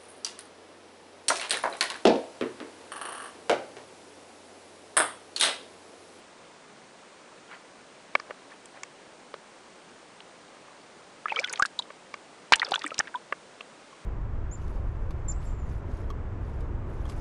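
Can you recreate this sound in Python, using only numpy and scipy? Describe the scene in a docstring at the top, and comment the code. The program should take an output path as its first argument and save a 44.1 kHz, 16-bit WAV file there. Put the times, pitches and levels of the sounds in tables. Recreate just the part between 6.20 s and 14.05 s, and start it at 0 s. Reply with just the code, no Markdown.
"""A faint steady hiss and a dull rush of water run throughout: shaped noise, with fine grain and brief swishes.
A small camera in a sealed housing drifts in shallow sea; the housing ticks now and then, ringing its modes.
It comes up through the surface and dips under again: water slaps and trickles over the housing.
Splats are puffs of noise, bubbles are damped sines, the trickle is many tiny grains of both kinds,
and low thumps are short one-sided pushes of pressure."""
import sys
import numpy as np
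from scipy import signal
from scipy.fft import rfft, irfft, next_fast_len
from scipy.io import wavfile
from scipy.ndimage import uniform_filter1d

SR = 44100
rng = np.random.default_rng(int(sys.argv[2]) if len(sys.argv) > 2 else 0)


def master_out(mix):
    """Clip the mix to full scale and print it as 16-bit PCM to the path in sys.argv[1]."""
    frames = np.transpose(np.atleast_2d(mix))
    ceiling = np.clip(frames, -1, 1)
    pcm = np.round(ceiling * 32767).astype(np.int16)
    wavfile.write(sys.argv[1], SR, pcm)


N = 346185

# colour of the steady hiss: pitch_hz, relative level_db
HISS_COLOUR = [(15, -51), (25, -36), (42, -25.5), (116, -7.5), (202, 0), (568, 1.5), (645, 0), (965, -10),
               (1520, -11), (1860, -13.5), (2000, -7.5), (7810, -16), (9550, -17.5), (10300, -28),
               (13400, -44), (22000, -120)]
# colour of the water stirring past the housing: pitch_hz, relative level_db
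RUSH_COLOUR = [(150, -8), (400, 5.5), (1000, 6.5), (1800, 2.5), (3500, -25), (7000, -18)]
# brief swishes of water along the housing: top_s, level_db, half_length_s
WATER_SWISHES = [(1.334, -48, .035), (2.1, -60, 0.043), (2.323, -57.5, 0.026), (2.562, -55, 0.025),
                 (4.44, -66, .15)]
# ticks of the housing: start_s, level_db (ringing), sharpness_db_per_octave above the lowest mode,
# crack_level_db, crack_pitch_hz
HOUSING_TICKS = [(1.952, -5, 2, -29, 4100), (1.998, -25, 0.5, -30.5, 4740), (2.107, -25, -2, -39, 1750),
                 (2.456, -42, 14, -38, 8000), (2.573, -38, -7, -41, 1800), (2.633, -24, 8, -27, 6300),
                 (3.14, -26.5, -6, -34, 3780), (4.004, -41, 0, -33.5, 3100), (4.368, -42, -2, -50, 1500),
                 (4.482, -43, -3, -53, 1500), (5.703, -31, -3, -48, 2500), (5.94, -22.5, 3, -35, 5200),
                 (7.124, -14.5, -2.5, -21.5, 1900), (7.407, -32, -4, -28.5, 2720)]
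# the tones at which the housing rings: pitch_hz, level_db, t60_s (time to fall by 60 dB)
HOUSING_MODES = [(443, -1.5, 0.015), (552, -2.5, 0.02), (1181, 8.5, 0.012), (1500, 0.5, 0.02),
                 (1737, 4, 0.013), (2253, 4.5, 0.0094), (2706, -5, 0.014), (3240, -7, 0.0087),
                 (4840, -14, 0.0078), (5620, -40, 0.0017)]
# pressure jolts on the microphone: start_s, level_db, length_s
PRESSURE_THUMPS = [(5.422, -27.5, 0.0016), (6.32, -43, 0.008), (6.35, -49, 0.0094), (6.792, -19, 0.00056),
                   (7.123, -54, 0.0022)]
# fine trickle at the two surface crossings, coming up and going under; each a list of: time_s, level_db
TRICKLE_LEVELS = [
    [(5.04, -72), (5.08, -57), (5.18, -37.5), (5.25, -55.5), (5.33, -43.5), (5.4, -55), (5.49, -72)],
    [(6.33, -33), (6.39, -52.5), (6.45, -46), (6.53, -44.5), (6.58, -53), (6.66, -52.5), (6.78, -57),
     (6.9, -54)],
]
# strength of the tiny trickle bubbles by pitch: pitch_hz, level_db
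TRICKLE_BUBBLE_COLOUR = [(350, 1.5), (700, 8), (1500, 14), (2500, 4.5), (3600, -7), (5000, -28),
                         (9000, -40)]
# ringing air pockets: start_s, level_db, pitch_hz, t60_s, rise_octaves (reached at 0.7 of t60)
AIR_BUBBLES = [(2.099, -35, 550, .016, 0.032), (2.318, -44, 1770, 0.025, .17),
               (5.057, -19, 1250, 0.017, .08), (5.057, -31.5, 1690, 0.033, 0.086),
               (5.074, -37, 2020, .012, 0.043), (5.0878, -38, 1900, .033, 0.053),
               (5.097, -31, 2740, .015, 0.02), (5.1027, -27.5, 2550, 0.022, 0.29),
               (5.1208, -18, 863, 0.019, 0.079), (5.159, -29.5, 2250, .052, 0.35),
               (5.161, -22, 3100, 0.0098, 0.32), (5.166, -36, 451, 0.077, 0.96),
               (5.1675, -26.5, 1274, .026, 0.24), (5.19, -17.5, 2310, 0.019, 0.09),
               (5.233, -32, 1600, .018, 0.15), (5.259, -39, 2980, .013, .25),
               (5.2427, -29, 1460, 0.056, 0.053), (5.245, -18, 3410, 0.015, .01),
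               (5.3, -37, 1490, .037, 0.13), (5.3902, -35, 784, 0.067, 0.15),
               (5.3974, -16, 1182, 0.021, 0.26), (5.423, -8.5, 1500, 0.017, 0.045),
               (5.428, -21, 1590, 0.024, .24), (5.4567, -34, 1610, 0.017, 0.41),
               (5.5909, -22, 3770, .016, 0.33), (5.5952, -28, 972, 0.027, 0),
               (6.322, -3.5, 953, .01, 0.078), (6.3369, -7, 2860, 0.015, 0), (6.349, -26, 1730, .014, 0.19),
               (6.353, -42, 896, .19, 0.063), (6.4183, -17, 1940, .026, 0.0048),
               (6.4252, -25, 1360, 0.016, 0.64), (6.4274, -26.5, 2400, 0.013, 0.11),
               (6.46, -37, 3470, .039, 0.047), (6.479, -32.5, 554, .021, 0.094),
               (6.5086, -34, 413, 0.027, 0.12), (6.5196, -16.5, 786, 0.024, 0),
               (6.5361, -18.5, 1380, 0.016, .02), (6.54, -26, 1115, .015, .32),
               (6.5451, -23.5, 1470, 0.025, 0.14), (6.5576, -17.5, 3400, .0093, 0.23),
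               (6.578, -31.5, 890, .023, .07), (6.613, -34, 1850, 0.022, 0.094),
               (6.6409, -31.5, 3500, .028, 0.074), (6.6426, -19, 1256, 0.013, 0.051),
               (6.6464, -32.5, 297, 0.067, 0.085), (6.6642, -23.5, 1880, .015, 0.11),
               (6.668, -24.5, 2310, 0.012, 0.066), (6.7172, -30.5, 1290, 0.03, 0.081),
               (6.718, -30.5, 557, 0.009, 0.2), (6.7997, -17.5, 1780, 0.015, 0.21),
               (6.8535, -44, 2200, .03, 0.021), (6.9426, -29.5, 1500, 0.014, 0.23),
               (6.9485, -23.5, 983, 0.048, 0.16), (7.727, -43, 1090, .05, 0.062)]
# droplets and slaps on the housing: start_s, level_db (puff alone), pitch_hz (centre), spread_octaves
WATER_SPLATS = [(5.083, -24, 1770, 0.39), (5.094, -32, 2670, 0.26), (5.1146, -29, 2630, .23),
                (5.123, -22.5, 2200, 0.14), (5.16, -32.5, 4000, 0.48), (5.177, -41, 3300, .3),
                (5.1945, -22, 4670, 0.46), (5.201, -32, 5800, 0.31), (5.212, -45, 4360, .19),
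                (5.2403, -21.5, 2280, 0.52), (5.2431, -29, 5400, .16), (5.271, -38, 6540, 0.48),
                (5.2745, -29, 2300, 0.36), (5.284, -28, 1960, 0.28), (5.295, -27.5, 5170, .29),
                (5.327, -20.5, 8870, .48), (5.332, -25.5, 6540, 0.11), (5.3345, -23, 2110, 0.45),
                (5.3572, -27, 3400, 0.29), (5.374, -30, 2530, 0.66), (5.394, -27, 7100, .17),
                (5.4224, -16.5, 3700, 0.65), (5.4242, -15, 1540, 0.3), (5.4514, -17, 1430, 0.19),
                (5.447, -47, 9400, .15), (5.452, -29, 3030, .19), (5.456, -23, 4500, 0.63),
                (5.46, -27, 6000, 0.97), (5.5893, -17, 3730, 0.2), (5.59, -31, 7100, 0.13),
                (5.622, -34.5, 3560, .2), (6.3219, -7, 2530, 0.69), (6.326, -28, 7500, .3),
                (6.328, -5, 1670, 0.82), (6.334, -2.5, 2000, 0.68), (6.343, -14, 2470, .35),
                (6.357, -19.5, 7600, 0.34), (6.356, -23.5, 2900, 0.54), (6.366, -45, 3000, .4),
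                (6.385, -44, 3500, 0.25), (6.396, -16, 3970, 0.25), (6.398, -25, 1490, 0.6),
                (6.4292, -15, 1340, 0.62), (6.447, -24, 4630, 0.19), (6.466, -34, 3200, 0.37),
                (6.486, -36, 5030, .9), (6.509, -31, 5000, .88), (6.5176, -21, 3930, 0.25),
                (6.54, -14.5, 3210, 0.17), (6.5496, -27, 6570, 0.29), (6.5569, -20, 1420, 0.94),
                (6.592, -31, 4930, 0.52), (6.6174, -24.5, 2300, 0.58), (6.637, -32, 4000, 0.68),
                (6.651, -28, 2500, .48), (6.6624, -27, 8500, 0.15), (6.676, -32, 8000, .49),
                (6.705, -29.5, 2300, 0.41), (6.742, -28, 3500, 0.64), (6.7798, -36, 7430, .31),
                (6.7804, -23.5, 3160, 0.58), (6.7901, -10.5, 6100, 0.26), (6.801, -15.5, 1050, 0.77),
                (6.805, -14.5, 1600, 0.65), (6.872, -31, 1500, 0.67), (6.877, -28.5, 1500, 0.71),
                (6.9548, -33, 3200, .14)]

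HISS_DB, STIR_DB = -54, -57  # levels of the hiss and of the dull rush
SWISH_LOW_HZ, SWISH_HIGH_HZ = 796, 2200
CONTACT_S = 0.00306  # time within which the small knocks of one tick fall
CRACK_S, CRACK_OCTAVES = 0.006, 0.29  # length and pitch spread
SPLAT_S = 0.0071
SPATTER_PER_S, SPATTER_DB, SPATTER_T60_S = 430, -12, 0.033  # small drops thrown off by each splat
PORT_HZ = 161  # the sealed port passes little bass
OVERLOAD = 0.72  # amplitude at which the input stops growing
EDGE_HZ = 10150  # top of the recorder's band


def gain_of(db):
    """Turn decibels into a plain multiplier."""
    return 10 ** (np.asarray(db) / 20)


def evened(x):
    """Scale a sound to an average (rms) level of 1."""
    return x / np.sqrt(np.mean(x ** 2) + 1e-20)


def add(mix, start_s, sound):
    """Add a sound into the mix at its start time, cutting it off at the end of the mix."""
    part = mix[round(start_s * SR):][:len(sound)]
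    part += sound[:len(part)]


def coloured(points):
    """Make steady noise of rms 1 by shaping the strength of each pitch."""
    size = next_fast_len(N)
    hz, db = np.transpose(points)
    log_pitch = np.log(np.fft.rfftfreq(size, 1 / SR) + 1)
    shape = gain_of(np.interp(log_pitch, np.log(hz + 1), db))
    noise = irfft(rfft(rng.standard_normal(size)) * shape, size)
    return evened(noise[:N])


def level(rows):
    """Join (time, dB) rows into a gain over time, nearly silent outside them."""
    time_s, db = np.transpose(rows)
    return gain_of(np.interp(np.arange(N) / SR, time_s, db, -120, -120))


def ring(hz, t60, rise=0., onset=0.0002, size=4096):
    """A damped sine with a soft start; a bubble nearing the surface climbs, holds its level, then bursts."""
    t = np.arange(size) / SR
    pitch = hz * 2 ** (rise * np.minimum(t / (0.7 * t60), 1.2) ** 3)
    # a larger rise keeps the level up longer before it drops
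    decay = gain_of(-60 * (t / t60) ** (1 + 5 * abs(rise)))
    shape = (1 - np.exp(-t / onset)) * decay
    return shape / shape.max() * np.sin(2 * np.pi * np.cumsum(pitch) / SR)


def burst(noise, centre_hz, spread, length, skirt_db=-20):
    """A puff of noise of peak 1 around a centre pitch, with a broad skirt from the sudden contact."""
    t = np.arange(len(noise)) / SR
    octaves = np.log2((np.fft.rfftfreq(len(noise), 1 / SR) + 1) / centre_hz)
    skirt = gain_of(skirt_db - 11.7 * abs(octaves))
    colour = np.exp(-0.5 * (octaves / spread) ** 2) + skirt
    attack = 1 - np.exp(-(t / (0.12 * length)) ** 2)
    decay = np.exp(-(t / length) ** 2 * 3.08)
    sound = attack * decay * irfft(rfft(noise) * colour)
    return sound / abs(sound).max()


def grains(per_s, spread_db, shapes):
    """Random onsets of random size, a few large, each playing one of the shapes; rms 1."""
    sizes = gain_of(spread_db * np.minimum(rng.exponential(1, N), 4))
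    onsets = sizes * (rng.random(N) < per_s / SR)
    kind = rng.integers(0, len(shapes), N)
    return evened(sum(signal.oaconvolve(onsets * (kind == k), shape)[:N]
                      for k, shape in enumerate(shapes)))


def hiss():
    """Faint steady noise with a fixed colour."""
    return gain_of(HISS_DB) * coloured(HISS_COLOUR)


def water(grain_db=-4, swish_grain_db=-6.0, fall_db=-4.0):
    """Stirring water is a dull rush with soft fine grain; brief swishes are brighter and a little less grainy."""
    # the grains weaken by fall_db for each octave above 800 Hz
    blips = [gain_of(fall_db * np.log2(f / 800)) * ring(f, 0.016, onset=0.0011, size=1024)
             for f in np.geomspace(800, 4500, num=16)]
    rush = coloured(RUSH_COLOUR)
    grain = grains(per_s=1500, spread_db=3, shapes=blips)
    stir = gain_of(STIR_DB) * (rush + gain_of(grain_db) * grain)

    t = np.arange(N) / SR
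    swell = sum(gain_of(db) * np.exp(-((t - top_s) / half_s) ** 2)
                for top_s, db, half_s in WATER_SWISHES)
    band = signal.butter(2, [SWISH_LOW_HZ, SWISH_HIGH_HZ], "band", fs=SR, output="sos")
    swish = evened(signal.sosfilt(band, rng.standard_normal(N)))
    return stir + swell * (swish + gain_of(swish_grain_db) * grain)


def ticks():
    """Micro-impacts ring the housing, sharper ones its high modes; each tick has a crack of its own level and pitch."""
    out = np.zeros(N)
    lowest_hz = HOUSING_MODES[0][0]
    for start_s, db, sharpness_db, crack_db, crack_hz in HOUSING_TICKS:
        modes = sum(gain_of(mode_db + sharpness_db * np.log2(f / lowest_hz))
                    * ring(f, t60, onset=0.0017, size=2048)
                    for f, mode_db, t60 in HOUSING_MODES)
        sound = modes.copy()
        # three weaker knocks, one at random in each third of the contact
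        places = (np.arange(3) + rng.random(3)) / 3
        for place, strength in zip(places, (-0.45, 0.35, -0.25)):
            add(sound, place * CONTACT_S, strength * modes)
        add(out, start_s, gain_of(db) * sound / abs(sound).max())
        crack = burst(rng.standard_normal(512), crack_hz, CRACK_OCTAVES, CRACK_S)
        add(out, start_s, gain_of(crack_db) * crack)
    return out


def thumps():
    """One-sided pushes of pressure, each a smooth hump."""
    out = np.zeros(N)
    for start_s, db, length_s in PRESSURE_THUMPS:
        add(out, start_s, gain_of(db) * np.hanning(round(length_s * SR)))
    return out


def trickle(spray_db=-7):
    """Many tiny overlapping bubbles, and sparser droplets of spray that tick higher up."""
    hz, db = np.transpose(TRICKLE_BUBBLE_COLOUR)
    # lower bubbles ring longer
    blips = [gain_of(np.interp(np.log(f), np.log(hz), db))
             * ring(f, 0.0035 + 14 / f, 0.22, onset=0.00055, size=1536)
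             for f in np.geomspace(350, 9000, num=30)]
    drops = [burst(rng.standard_normal(512), f, 0.15, 0.004)
             for f in np.geomspace(1800, 5500, num=10)]
    fizz = grains(per_s=1500, spread_db=3, shapes=blips)
    spray = grains(per_s=400, spread_db=3, shapes=drops)
    flow = sum(level(rows) for rows in TRICKLE_LEVELS)
    return flow * (fizz + gain_of(spray_db) * spray)


def bubbles():
    """Each air pocket rings once; longer ringers swell more slowly, and moving water makes the level flutter."""
    out = np.zeros(N)
    flutter = rng.standard_normal((len(AIR_BUBBLES), 4096))
    for _ in range(2):  # smooth twice for a slow wobble
        flutter = uniform_filter1d(flutter, size=160)
    wobbles = gain_of(1.5 * evened(flutter))
    for (start_s, db, hz, t60, rise), wobble in zip(AIR_BUBBLES, wobbles):
        onset = 0.19 * min(t60, 0.07) ** 2 + 0.0001
        add(out, start_s, gain_of(db) * wobble * ring(hz, t60, rise, onset=onset))
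    return out


def splats():
    """Each droplet or slap is one puff of noise, trailed by a dying spatter of smaller drops."""
    out = np.zeros(N)
    t = np.arange(2048) / SR
    fade = gain_of(SPATTER_DB - 60 * t / SPATTER_T60_S)
    for start_s, db, hz, spread in WATER_SPLATS:
        noise = rng.standard_normal(len(t))
        puff = burst(noise, hz, spread, SPLAT_S)
        hits = rng.random(len(t)) < SPATTER_PER_S / SR
        drops = hits * noise[::-1] * fade  # reversed noise gives the drops random strengths
        spatter = signal.fftconvolve(drops, puff)[:len(t)]  # each drop repeats the puff
        add(out, start_s, gain_of(db) * (puff + spatter))
    return out


def scene():
    """Sounds on the housing lose bass through the port; the hiss, stirring water and thumps do not."""
    contact = ticks() + trickle() + bubbles() + splats()
    port = signal.butter(3, PORT_HZ, "high", fs=SR, output="sos")
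    contact = signal.sosfilt(port, contact)
    return (hiss() + water() + thumps() + contact)[None]


def record(dry):
    """The input rounds off the loudest slaps; then the band limit of the recorder removes the top treble."""
    rounded = dry / (1 + abs(dry / OVERLOAD) ** 6) ** (1 / 6)
    low_pass = signal.firwin(401, EDGE_HZ, window=("kaiser", 6), fs=SR)
    return signal.oaconvolve(rounded, low_pass[None], "same")


dry = scene()
out = record(dry)
master_out(out)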